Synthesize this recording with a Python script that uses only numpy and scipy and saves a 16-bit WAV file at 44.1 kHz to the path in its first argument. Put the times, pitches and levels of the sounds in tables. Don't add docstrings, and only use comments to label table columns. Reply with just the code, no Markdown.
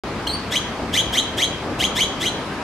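import sys
import numpy as np
from scipy import signal
from scipy.fft import rfft, irfft, next_fast_len
from scipy.io import wavfile
from scipy.ndimage import uniform_filter1d, map_coordinates

SR = 44100
rng = np.random.default_rng(int(sys.argv[2]) if len(sys.argv) > 2 else 0)


def file_out(sig):
    cols = np.atleast_2d(sig).T
    lim = np.clip(cols, -1, 1)
    pcm = np.round(lim * 32767).astype(np.int16)
    wavfile.write(sys.argv[1], SR, pcm)


def to_linear_factor(level_db):
    exponent = np.asarray(level_db, float) / 20
    return 10 ** exponent


N = 115983


def unit(x):
    return x / np.sqrt(np.mean(x ** 2) + 1e-20)


def along(points, hz):
    f, value = np.transpose(points)
    return np.interp(np.log(hz + 1), np.log(f + 1), value)


def curves(rows, at):
    places, *columns = np.transpose(rows)
    return [np.interp(at, places, column) for column in columns]


def during(rows, t):
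    return (t > rows[0][0]) & (t < rows[-1][0])


def wobble(rate, size=N):
    knots = rng.standard_normal(size // 8 + 4)
    return map_coordinates(knots, [np.arange(size) * rate / SR])


def filtered(x, response):
    m = next_fast_len(N + SR // 2)
    return irfft(rfft(x, m) * response(np.fft.rfftfreq(m, 1 / SR)), m)[..., :N]


# frequency in Hz, likeness 0-1.
ALIKE = [(60, .98), (300, 0.99), (700, 0.94), (1500, 0.7), (4000, 0.17), (12000, 0.1)]


def rush(spectrum, patchy_db):
    z = signal.stft(rng.standard_normal((2, N)), nperseg=512)[2]
    patches = uniform_filter1d(rng.standard_normal(z.shape[1:]), size=6, axis=0)
    patches = uniform_filter1d(patches, size=10, axis=1)
    pair = signal.istft(z * to_linear_factor(patchy_db * unit(patches)), nperseg=512)[1][:, :N]

    def mid_side(hz):
        turn = np.arccos(np.clip(along(ALIKE, hz), -1, 1)) / 2
        return to_linear_factor(along(spectrum, hz)) * np.array([np.cos(turn), np.sin(turn)])

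    mid, side = filtered(pair, mid_side)
    return unit(np.array([mid + side, mid - side]))


# time in seconds, level in dB.
TRAFFIC = [(0.05, -27), (0.32, -28), (1.15, -28.5), (1.27, -28), (2.43, -27), (2.62, -28)]
# frequency in Hz, density in dB per Hz.
HUM = [(15, -40), (25, -18), (59, -3.5), (135, -4.5), (201, -3), (289, -3.5), (335, -4.5), (422, -6.5),
       (1300, -10.5), (1690, -43), (2860, -120)]
# frequency in Hz, density in dB per Hz.
HISS = [(760, -69), (1300, -7.5), (1570, -3), (1740, -5.5), (2400, -8), (4810, -15.5), (7070, -24),
        (10700, -31), (15600, -45.5)]


def traffic():
    db, = curves(TRAFFIC, np.arange(N) / SR)
    hum = to_linear_factor(db + .5 * wobble(5) + .5 * wobble(14)) * rush(HUM, patchy_db=1.2)
    hiss_db = db.mean() - 7.5 + 0.17 * wobble(6.2)
    return hum + to_linear_factor(hiss_db) * rush(HISS, patchy_db=0.97)


# start in seconds, length in seconds, first and last pitch in Hz, level in dB.
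FAR = [
    (2.26, .075, 1470, 1410, -40),
    (2.485, .06, 1480, 1600, -39),
    (2.535, .12, 1615, 1645, -42),
    (2.57, .07, 985, 970, -42),
    (2.29, .07, 1010, 1020, -42),
    (2.385, .05, 660, 700, -41),
    (2.53, .035, 575, 580, -41),
    (2.31, .3, 10420, 10400, -62),
]
# time in seconds, level in dB, centre in Hz.
TICKS = [
    (.16, -56, 5560),
    (2.545, -70, 13100),
]


def far():
    t, out = np.arange(N) / SR, np.zeros(N)
    for start, length, first_hz, last_hz, db in FAR:
        u = np.clip((t - start) / length, 0, 1)
        hz = first_hz + (last_hz - first_hz) * u + 12 * wobble(120)
        swell = np.abs(np.sin(np.pi * u)) ** .5 * (u < 1)
        level = to_linear_factor(db + 3 + 2.5 * wobble(60))
        out = out + level * swell * np.sin(2 * np.pi * np.cumsum(hz) / SR)
    for s, db, hz in TICKS:
        puff = to_linear_factor(db - 60 * np.abs(t - s) / 0.035) * rng.standard_normal(N)
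        out = out + filtered(puff, lambda f: 4 * np.exp(-(np.log((f + 1) / hz) * 12000 / hz) ** 4))
    return out


# frequency in Hz, 60 dB decay in seconds.
TREES = [(1500, 0.78), (3200, 0.54), (6500, 0.37), (12000, 0.15)]
# frequency in Hz, level in dB.
SCATTER = [(1500, -11), (3200, -6), (6000, -2), (12000, 3.5)]


def trees(x):
    echo_db, near_db, near_s = -1, -22, 0.09
    hz, t, z = signal.stft(rng.standard_normal((2, SR // 2)), SR, nperseg=256)
    tail = signal.istft(z * to_linear_factor(-60 * t / along(TREES, hz)[:, None]), SR, nperseg=256)[1]
    near = rng.standard_normal(tail.shape) * to_linear_factor(-60 * np.arange(tail.shape[1]) / SR / near_s)
    answer = to_linear_factor(echo_db) * tail / np.linalg.norm(tail[0])
    answer = answer + to_linear_factor(near_db) * near / np.linalg.norm(near[0])
    echo = signal.fftconvolve(x[None], answer, axes=1)[:, :N]
    return filtered(echo, lambda f: to_linear_factor(along(SCATTER, f)))


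# centre in Hz, width in Hz, level in dB.
THROAT = [(2006, 580, -12), (3162, 560, -2.5), (4066, 870, -9), (6140, 2400, -11), (10040, 3500, -15),
          (11570, 1600, -13)]


def throat(f):
    total = 0
    for k, (centre, width, db) in enumerate(THROAT):
        damping = 1j * f * width
        total = total + (-1) ** k * to_linear_factor(db) * damping / (centre * centre - f * f + damping)
    return total


def voice(hz, overtones_db):
    phase = 2 * np.pi * np.cumsum(hz) / SR
    tone = 0
    for k, db in enumerate(overtones_db, 1):
        tone = tone + to_linear_factor(db) * np.sin(k * phase) * (k * hz < SR / 2.5)
    return tone, phase


OVERTONES_DB = [0, -3, -8, -13, -18, -23, -28]
# time in seconds, pitch in Hz, level in dB, warble depth as a share of pitch.
WHISTLE = [(.27, 4350, -60, 0.0043), (.274, 4205, -28, .005), (.288, 4320, -29, 0.0078),
           (.296, 4070, -29.5, 0.045), (.315, 4346, -27, 0.035), (.33, 4490, -31.5, 0.018),
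           (.345, 4575, -25.5, 0.0063), (.357, 4600, -35, 0.006), (.366, 4630, -53, .01)]
# time in seconds, pitch in Hz, level in dB.
CLUCK = [
    (.265, 1480, -53),
    (.269, 1483, -21),
    (.275, 1603, -17),
    (.281, 1650, -52),
]


def whistle():
    t = np.arange(N) / SR
    hz, db, depth = curves(WHISTLE, t)
    beat = 2 * np.pi * 105 * (t - .3) + 0.18 * wobble(51)
    pitch = hz * (1 + depth * np.sin(beat) + .01 * wobble(600))
    tone = voice(pitch, [0, -14, -29])[0] + to_linear_factor(-30) * rng.standard_normal(N)
    tone = to_linear_factor(db + 3 + 2.5 * wobble(220)) * tone

    hz, db = curves(CLUCK, t)
    cluck = voice(hz * (1 + 0.016 * wobble(960)), OVERTONES_DB)[0] + to_linear_factor(-7) * rng.standard_normal(N)
    cluck = to_linear_factor(db + 6.5) * cluck
    return tone * during(WHISTLE, t) + filtered(cluck * during(CLUCK, t), throat)


# start, pitch leap and end in seconds, first pitch over the usual as a ratio.
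NOTES = [
    (.508, .558, .582, 1.06),
    (.927, .974, 1.013, 1.02),
    (1.123, 1.172, 1.204, 1.0),
    (1.368, 1.421, 1.454, 1.0),
    (1.785, 1.84, 1.862, .84),
    (1.95, 2.007, 2.047, 1.03),
    (2.198, 2.257, 2.288, 1.04),
]
NOTE_DB = [-19, -16, -17, -18, -17.5, -17.5, -20]
# place, pitch in Hz, warble depth as a share of pitch, breath in dB.
RISE = [(0, 1540, .01, 2), (.35, 1630, .02, -3), (.55, 1860, .02, -7), (.78, 2120, .02, -7),
        (.97, 2400, .02, -5), (1.02, 3030, .025, -10), (1.5, 3200, .04, -13), (2, 3300, .03, -13)]
# place, level in dB.
EFFORT = [(0, -12), (.3, 6), (.7, 7), (.94, 6.5), (1.06, 8.5), (1.5, 5.5), (1.85, 5), (2, 0)]
# time from the note's end in seconds, pitch in Hz, level in dB, chopped share 0-1.
SECOND = [(-.028, 3500, -30, .95), (-.018, 3720, -5, .95), (-.004, 3880, -4, .8), (.003, 4020, -3, .1),
          (.01, 4060, -7, .1), (.014, 4050, -40, .1)]
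SECOND_DB = [6, 2, 7.5, 8, 0.69, 5.2, 9]


def chatter():
    warble_hz, warble_db, shimmer_db = 129, 2.5, 2
    jitter, jitter_held = .032, .02
    release_s, air_hz = .005, 15100
    out, size = np.zeros(N + SR), SR // 6
    for (start, leap, end, first), db, second_db in zip(NOTES, NOTE_DB, SECOND_DB):
        t = start + np.arange(size) / SR
        place = np.interp(t, [start, leap, end], [0, 1, 2])
        hz, depth, breath_db = curves(RISE, place)
        effort_db, = curves(EFFORT, place)
        hz = hz * (1 + (first - 1) * np.clip(1 - place / .75, 0, 1) ** .4)

        beat_hz = warble_hz * (1 + 0.149 * wobble(53.1, size))
        beat = 2 * np.pi * (np.cumsum(beat_hz) / SR + rng.random())
        warble = np.sin(beat) - .5 * np.cos(2 * beat)
        scatter = np.where(place < 1, jitter, jitter_held) * wobble(689, size)
        tone, phase = voice(hz * (1 + depth * warble + scatter), OVERTONES_DB)

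        breath = to_linear_factor(breath_db) * rng.standard_normal(size) * (1 + np.cos(phase))
        flutter_db = warble_db * np.clip(place - .5, 0, 1) * np.cos(beat - .8)
        flutter = to_linear_factor(flutter_db + shimmer_db * wobble(396.3, size))
        shape = to_linear_factor(db + effort_db) * np.clip((end - t) / release_s, 0, 1)

        high_hz, high_db, chop = curves(SECOND, t - end)
        chips = to_linear_factor(db + second_db + high_db + 2.1 * wobble(288.7, size))
        chips = chips * (1 + np.clip(chop, 0, 1) * np.sin(beat))
        high_bend = 0.044 * chop * np.sin(beat - 1.2) + jitter_held * wobble(693.5, size)
        high = voice(high_hz * (1 + high_bend), [0, -12])[0]
        note = shape * (flutter * tone + breath) + during(SECOND, t - end) * chips * high
        out[round(start * SR):][:size] += note
    return filtered(out[:N], lambda f: throat(f) / (1 + (f / air_hz) ** 6))


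def scene():
    bird = chatter() + whistle()
    return bird + trees(bird) + far() * to_linear_factor([[2.5], [-3.5]]) + traffic()


def low_pass(x):
    return signal.sosfilt(signal.butter(12, 15710, fs=SR, output="sos"), x)


# frequency in Hz, half of left over right in dB.
LEFT_DB = [(60, .75), (300, 1), (1500, .3), (3000, 0.24), (10000, 0.6)]


def record(dry):
    sides = np.array([[1], [-1]])
    ports = filtered(dry, lambda hz: to_linear_factor(along(LEFT_DB, hz) * sides) * (hz < 15750))
    started = np.arange(N) > .0362 * SR
    return low_pass(ports * started)


dry = scene()
out = record(dry)
file_out(out)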